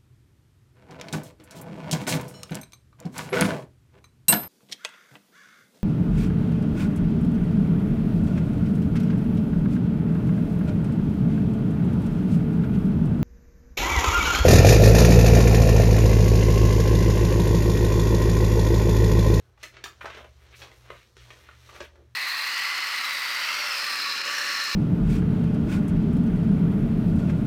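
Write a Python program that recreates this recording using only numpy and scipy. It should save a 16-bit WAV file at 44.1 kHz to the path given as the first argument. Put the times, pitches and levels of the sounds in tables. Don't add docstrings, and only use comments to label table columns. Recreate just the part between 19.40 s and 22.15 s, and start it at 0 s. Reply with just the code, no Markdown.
import sys
import numpy as np
from scipy import signal
from scipy.fft import rfft, irfft
from scipy.io import wavfile
from scipy.ndimage import uniform_filter1d

SR = 44100
rng = np.random.default_rng(int(sys.argv[2]) if len(sys.argv) > 2 else 0)


def unload_wav(signal):
    wavfile.write(
        sys.argv[1],
        SR,
        np.round(np.clip(np.atleast_2d(signal).T, -1, 1) * 32767).astype(np.int16),
    )


N = 121275

BANDS_HZ = [230, 420, 1000, 2200, 4800, 10500, 20000]

# time in seconds, then the relative level in dB of five bands from low to top.
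RUSTLE = [(0, -73, -72, -75.5, -76.5, -81), (.16, -73.5, -77, -91, -81.5, -85),
          (.22, -69, -69, -61.5, -61.5, -75), (.25, -58, -54, -55, -64, -70), (.3, -75, -79, -81, -87, -86),
          (.345, -66, -61, -59, -62, -85), (.37, -63, -62, -56.5, -71, -86),
          (.58, -70.5, -69, -72, -68.5, -82), (.63, -59, -55, -54, -67, -66),
          (.72, -67, -60, -49, -63.5, -77), (.79, -60, -48.5, -52, -62.5, -71),
          (.86, -81, -74, -73, -75, -76), (.92, -76, -77, -77, -72, -80),
          (1.02, -70, -69, -67.5, -70.5, -72.5), (1.11, -66.5, -65.5, -68.5, -63, -78),
          (1.145, -69, -63, -49, -68, -74), (1.17, -69, -75, -64.5, -56, -60.5),
          (1.23, -61.5, -51, -54, -59, -64), (1.3, -61.5, -60.5, -67, -62, -72.5),
          (1.4, -70.5, -65, -68.5, -66.5, -71.5), (1.5, -67, -60.5, -59, -64, -71.5),
          (1.62, -70, -71, -60.5, -63.5, -69.5), (1.75, -72.5, -73, -91, -71.5, -78),
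          (1.785, -72.5, -74, -63, -59.5, -76), (1.82, -69, -68, -58, -64, -65),
          (1.87, -65.5, -60, -65, -63, -72), (2.05, -67, -65.5, -61, -65, -70.5),
          (2.2, -73, -64.5, -66, -64, -73.5), (2.3, -64, -64, -56.5, -59, -64.5),
          (2.33, -55.5, -55.5, -62, -58, -72), (2.355, -54.5, -50, -48.5, -55.5, -64.5),
          (2.39, -60.5, -55, -60, -57.5, -66), (2.45, -58, -73, -52, -69, -62),
          (2.5, -73, -74, -82, -74, -89), (2.6, -60, -67.5, -81.5, -77.5, -83),
          (2.75, -80, -80.5, -83.5, -79, -82.5)]
RUSTLE_DB, FLICKER_DB = -1, 1.6
GRAINS_PER_S, GRAIN_DROP_DB = 7000, 0.5
RUSTLE_WET = 0.41

ROOM_T60_S, ROOM_TOP_T60_S, ROOM_DB, ROOM_GAP_MS = 0.23, 0.25, 0, 2.9
TAIL_BLEND_S = 0.3

# time in seconds, drone pitch in Hz, drone level in dB, mains hum level in dB,
# lower drone level in dB.
TONES = [(0, 84.4, -60.5, -60, -84), (.12, 84.14, -68, -67, -63), (.42, 84.32, -76, -60, -64),
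         (.55, 75.95, -63.5, -67.5, -67), (.66, 71.9, -57.5, -61, -67), (.93, 71.7, -55.5, -64, -59.5),
         (1.13, 71.76, -59.5, -62.5, -62), (1.22, 71.6, -57, -55, -89), (1.33, 72.35, -66, -67.5, -61),
         (1.44, 72.1, -66, -56.5, -59.5), (1.58, 72, -61, -61.5, -57.5), (1.66, 72.8, -81, -75.5, -90),
         (1.82, 73.5, -67, -55.5, -52), (1.92, 72.8, -76, -56.5, -66), (2.02, 73.5, -58, -69.5, -64),
         (2.16, 73.3, -59.5, -60, -67), (2.22, 72.7, -58.5, -58, -74), (2.4, 72.4, -56.5, -61, -59),
         (2.57, 75.6, -57, -72, -62), (2.75, 73.7, -62, -56.5, -72)]
MAINS_HZ, LOWER_HZ, WAVER_DB = 119.3, 57.4, 0.1

# frequency in Hz, relative level in dB per Hz.
AIR = [(12, -68), (20, -20), (43, -19), (63, -2.5), (123, -10), (146, -17.5), (241, -17), (301, -35),
       (357, -21.5), (410, -25), (446, -38), (1570, -27.5), (14300, -55), (16000, -69)]
AIR_DB = -65

# start in seconds, relative level in dB of five bands from low to top,
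# decay time in ms, attack time in ms, hollow ring pitch in Hz, relative ring level in dB.
SNAPS = [(.175, -70, -54.5, -63, -85, -85, 3.8, 1.5, 1300, -58.5),
         (.228, -53, -50, -43.5, -40, -46.5, 5.3, 3.2, 1970, -42),
         (.237, -56, -54, -44.5, -57, -61, 4.5, 1.6, 2000, -44.5),
         (.366, -58, -50, -44.5, -51.5, -80, 5, 1.3, 2000, -60),
         (.439, -42.5, -40, -40, -31.5, -42, 3.6, 0.91, 1760, -35),
         (.455, -63, -43.5, -45, -62, -70, 5.6, 2, 1240, -40),
         (.608, -60, -39, -41.5, -58, -72, 11.3, 1.8, 1540, -45),
         (.643, -41.5, -34.5, -46, -69, -68, 4.1, 1.9, 655, -38),
         (0.655, -54, -31, -39.5, -45, -67, 4.2, 2.1, 1260, -38),
         (0.699, -49, -47, -44, -55, -65, 4.4, 1.8, 2700, -52),
         (0.745, -51, -53, -48, -50, -78, 3.8, 2.7, 607, -46.5),
         (.768, -56, -48, -47.5, -64, -78, 7.8, 2.6, 590, -42),
         (.8, -54.5, -54, -54, -69, -76, 9.1, 4.6, 640, -49.5),
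         (.839, -54.5, -51, -54, -65, -76, 9.5, 3.6, 625, -49.5),
         (1.216, -52.5, -49.5, -46.5, -46, -67, 5.9, 2.5, 2520, -45.5),
         (1.235, -52, -44.5, -48, -53.5, -72, 2.9, 1.6, 3700, -52),
         (1.314, -66, -51.5, -50, -59, -70, 2.4, 1.7, 1900, -56.5),
         (1.502, -37, -35.5, -38, -57, -80, 2.8, 0.98, 940, -38.5),
         (1.7676, -48, -50, -47, -49, -58, 1.5, 0.26, 417, -46.5),
         (1.904, -49.5, -44, -41.5, -52, -70, 2.65, 1.5, 1900, -49),
         (2.087, -56, -46, -50, -77, -82, 2.2, 2.4, 1340, -43),
         (2.29, -60, -48.5, -52, -61.5, -72, 3.5, 2.1, 1230, -48),
         (2.403, -39, -38, -39.5, -42.5, -72, 6, 2.6, 1220, -47.5),
         (2.554, -63, -58, -65.5, -68, -80, 5.5, 1.8, 1730, -63.5)]
SNAP_DB, SNAP_GRIT_DB, RING_Q = -2.5, 1.35, 7.5

# middle in seconds, level in dB, spread in seconds.
PUFFS = [(0.652, -62, 0.056), (.79, -64, 0.055), (1.245, -65.5, 0.055), (1.518, -66, 0.045),
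         (2.42, -64, 0.048)]
PUFF_HZ = 163

# frequency in Hz, gain in dB.
MIC = [(200, -0.2), (290, 0.3), (360, 2), (430, -1), (520, -0.34), (680, -3), (760, -5.5), (1200, -1.24),
       (2000, -0.4), (4200, 0.12), (4800, -4), (5800, 0.55), (7500, -5), (9300, -3.8), (10500, -6),
       (12000, -1), (16000, -0.5)]
TOP_HZ = 15850


def undb(db):
    return 10 ** (np.asarray(db) / 20)


def unit(x):
    return x / np.sqrt(np.mean(x ** 2))


def colour(x, points):
    p = np.array(points, float)
    f = np.fft.rfftfreq(len(x), 1 / SR) + 1
    gain_db = np.interp(np.log(f), np.log(p[:, 0]), p[:, 1])
    return irfft(rfft(x) * undb(gain_db), len(x))


def walk(rate):
    k = int(SR / rate)
    steps = np.repeat(rng.standard_normal(N // k + 1), k)
    smooth = uniform_filter1d(uniform_filter1d(steps, k), k)
    return unit(smooth[:N])


def curve(table, column):
    p = np.array(table, float)
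    return np.interp(np.arange(N) / SR, p[:, 0], p[:, column])


def bands(x):
    f = np.fft.rfftfreq(N, 1 / SR) + 1
    pink = rfft(x) / np.sqrt(f)
    parts = []
    for k in range(len(BANDS_HZ) - 2):
        triangle = np.interp(np.log(f), np.log(BANDS_HZ[k:k + 3]), [0, 1, 0])
        parts.append(unit(irfft(pink * triangle, N)))
    return parts


def rustle():
    chance, size_chance = rng.random((N, 2)).T
    size_db = GRAIN_DROP_DB * np.log(1 - size_chance)
    happens = chance < GRAINS_PER_S / SR
    slips = happens * undb(size_db) * rng.standard_normal(N)
    out = np.zeros(N)
    for k, band in enumerate(bands(slips)):
        level_db = curve(RUSTLE, k + 1) + RUSTLE_DB + FLICKER_DB * walk(18)
        out += band * undb(level_db)
    return out


def room(x):
    t = np.arange(int(0.4 * SR)) / SR
    now = np.arange(N) / SR / TAIL_BLEND_S
    treble_cut = signal.butter(1, 5000, fs=SR, output="sos")
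    out = x
    for k in range(int(now[-1]) + 2):
        noise = rng.standard_normal(len(t))
        low = signal.sosfilt(treble_cut, noise)
        tail = low * undb(-60 * t / ROOM_T60_S) + (noise - low) * undb(-60 * t / ROOM_TOP_T60_S)
        tail = tail * (t * 1000 > ROOM_GAP_MS) / np.sqrt(np.sum(tail ** 2))
        share = np.cos(np.pi / 2 * np.clip(now - k, -1, 1))
        out = out + undb(ROOM_DB) * signal.fftconvolve(x * share, tail)[:N]
    return out


def hum():
    pitches = curve(TONES, 1), np.full(N, MAINS_HZ), np.full(N, LOWER_HZ)
    out = np.zeros(N)
    for k, hz in enumerate(pitches):
        level = undb(curve(TONES, k + 2) + WAVER_DB * walk(13.87))
        cycles = np.cumsum(hz) / SR + rng.random()
        out += np.sqrt(2) * level * np.sin(2 * np.pi * cycles)
    return out


def air_noise():
    return undb(AIR_DB) * unit(colour(rng.standard_normal(N), AIR))


def snaps():
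    t_ms = np.arange(4096) / SR * 1000
    grit = rng.standard_normal(N) * undb(SNAP_GRIT_DB * walk(900))
    parts, out = np.array(bands(grit)), np.zeros(N)
    for s, *band_db, decay_ms, attack_ms, ring_hz, ring_db in SNAPS:
        shape = (1 - np.exp(-t_ms / attack_ms)) ** 2 * np.exp(-t_ms / decay_ms)
        at = slice(int(s * SR), int(s * SR) + len(t_ms))
        ring = signal.lfilter(*signal.iirpeak(ring_hz, RING_Q, SR), grit[at] * shape)
        burst = np.vstack([parts[:, at] * shape, ring])
        size = np.sqrt(np.sum(shape ** 2) / np.sum(burst ** 2, axis=1)) / shape.max()
        out[at] += (undb(band_db + [ring_db]) * size) @ burst
    return undb(SNAP_DB) * out


def puffs():
    t = np.arange(N) / SR
    swell = sum(undb(db) * np.exp(-((t - s) / length) ** 2) for s, db, length in PUFFS)
    low_noise = signal.lfilter(*signal.iirpeak(PUFF_HZ, 2.5, SR), rng.standard_normal(N))
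    return swell * unit(low_noise)


def scene():
    paper = rustle()
    in_room = room(snaps() + RUSTLE_WET * paper)
    close_paper = (1 - RUSTLE_WET) * paper
    return (in_room + close_paper + puffs() + hum() + air_noise())[None]


def record(dry):
    top_cut = signal.ellip(10, 0.2, 60, TOP_HZ, fs=SR, output="sos")
    return signal.sosfilt(top_cut, colour(dry[0], MIC))[None]


dry = scene()
out = record(dry)
unload_wav(out)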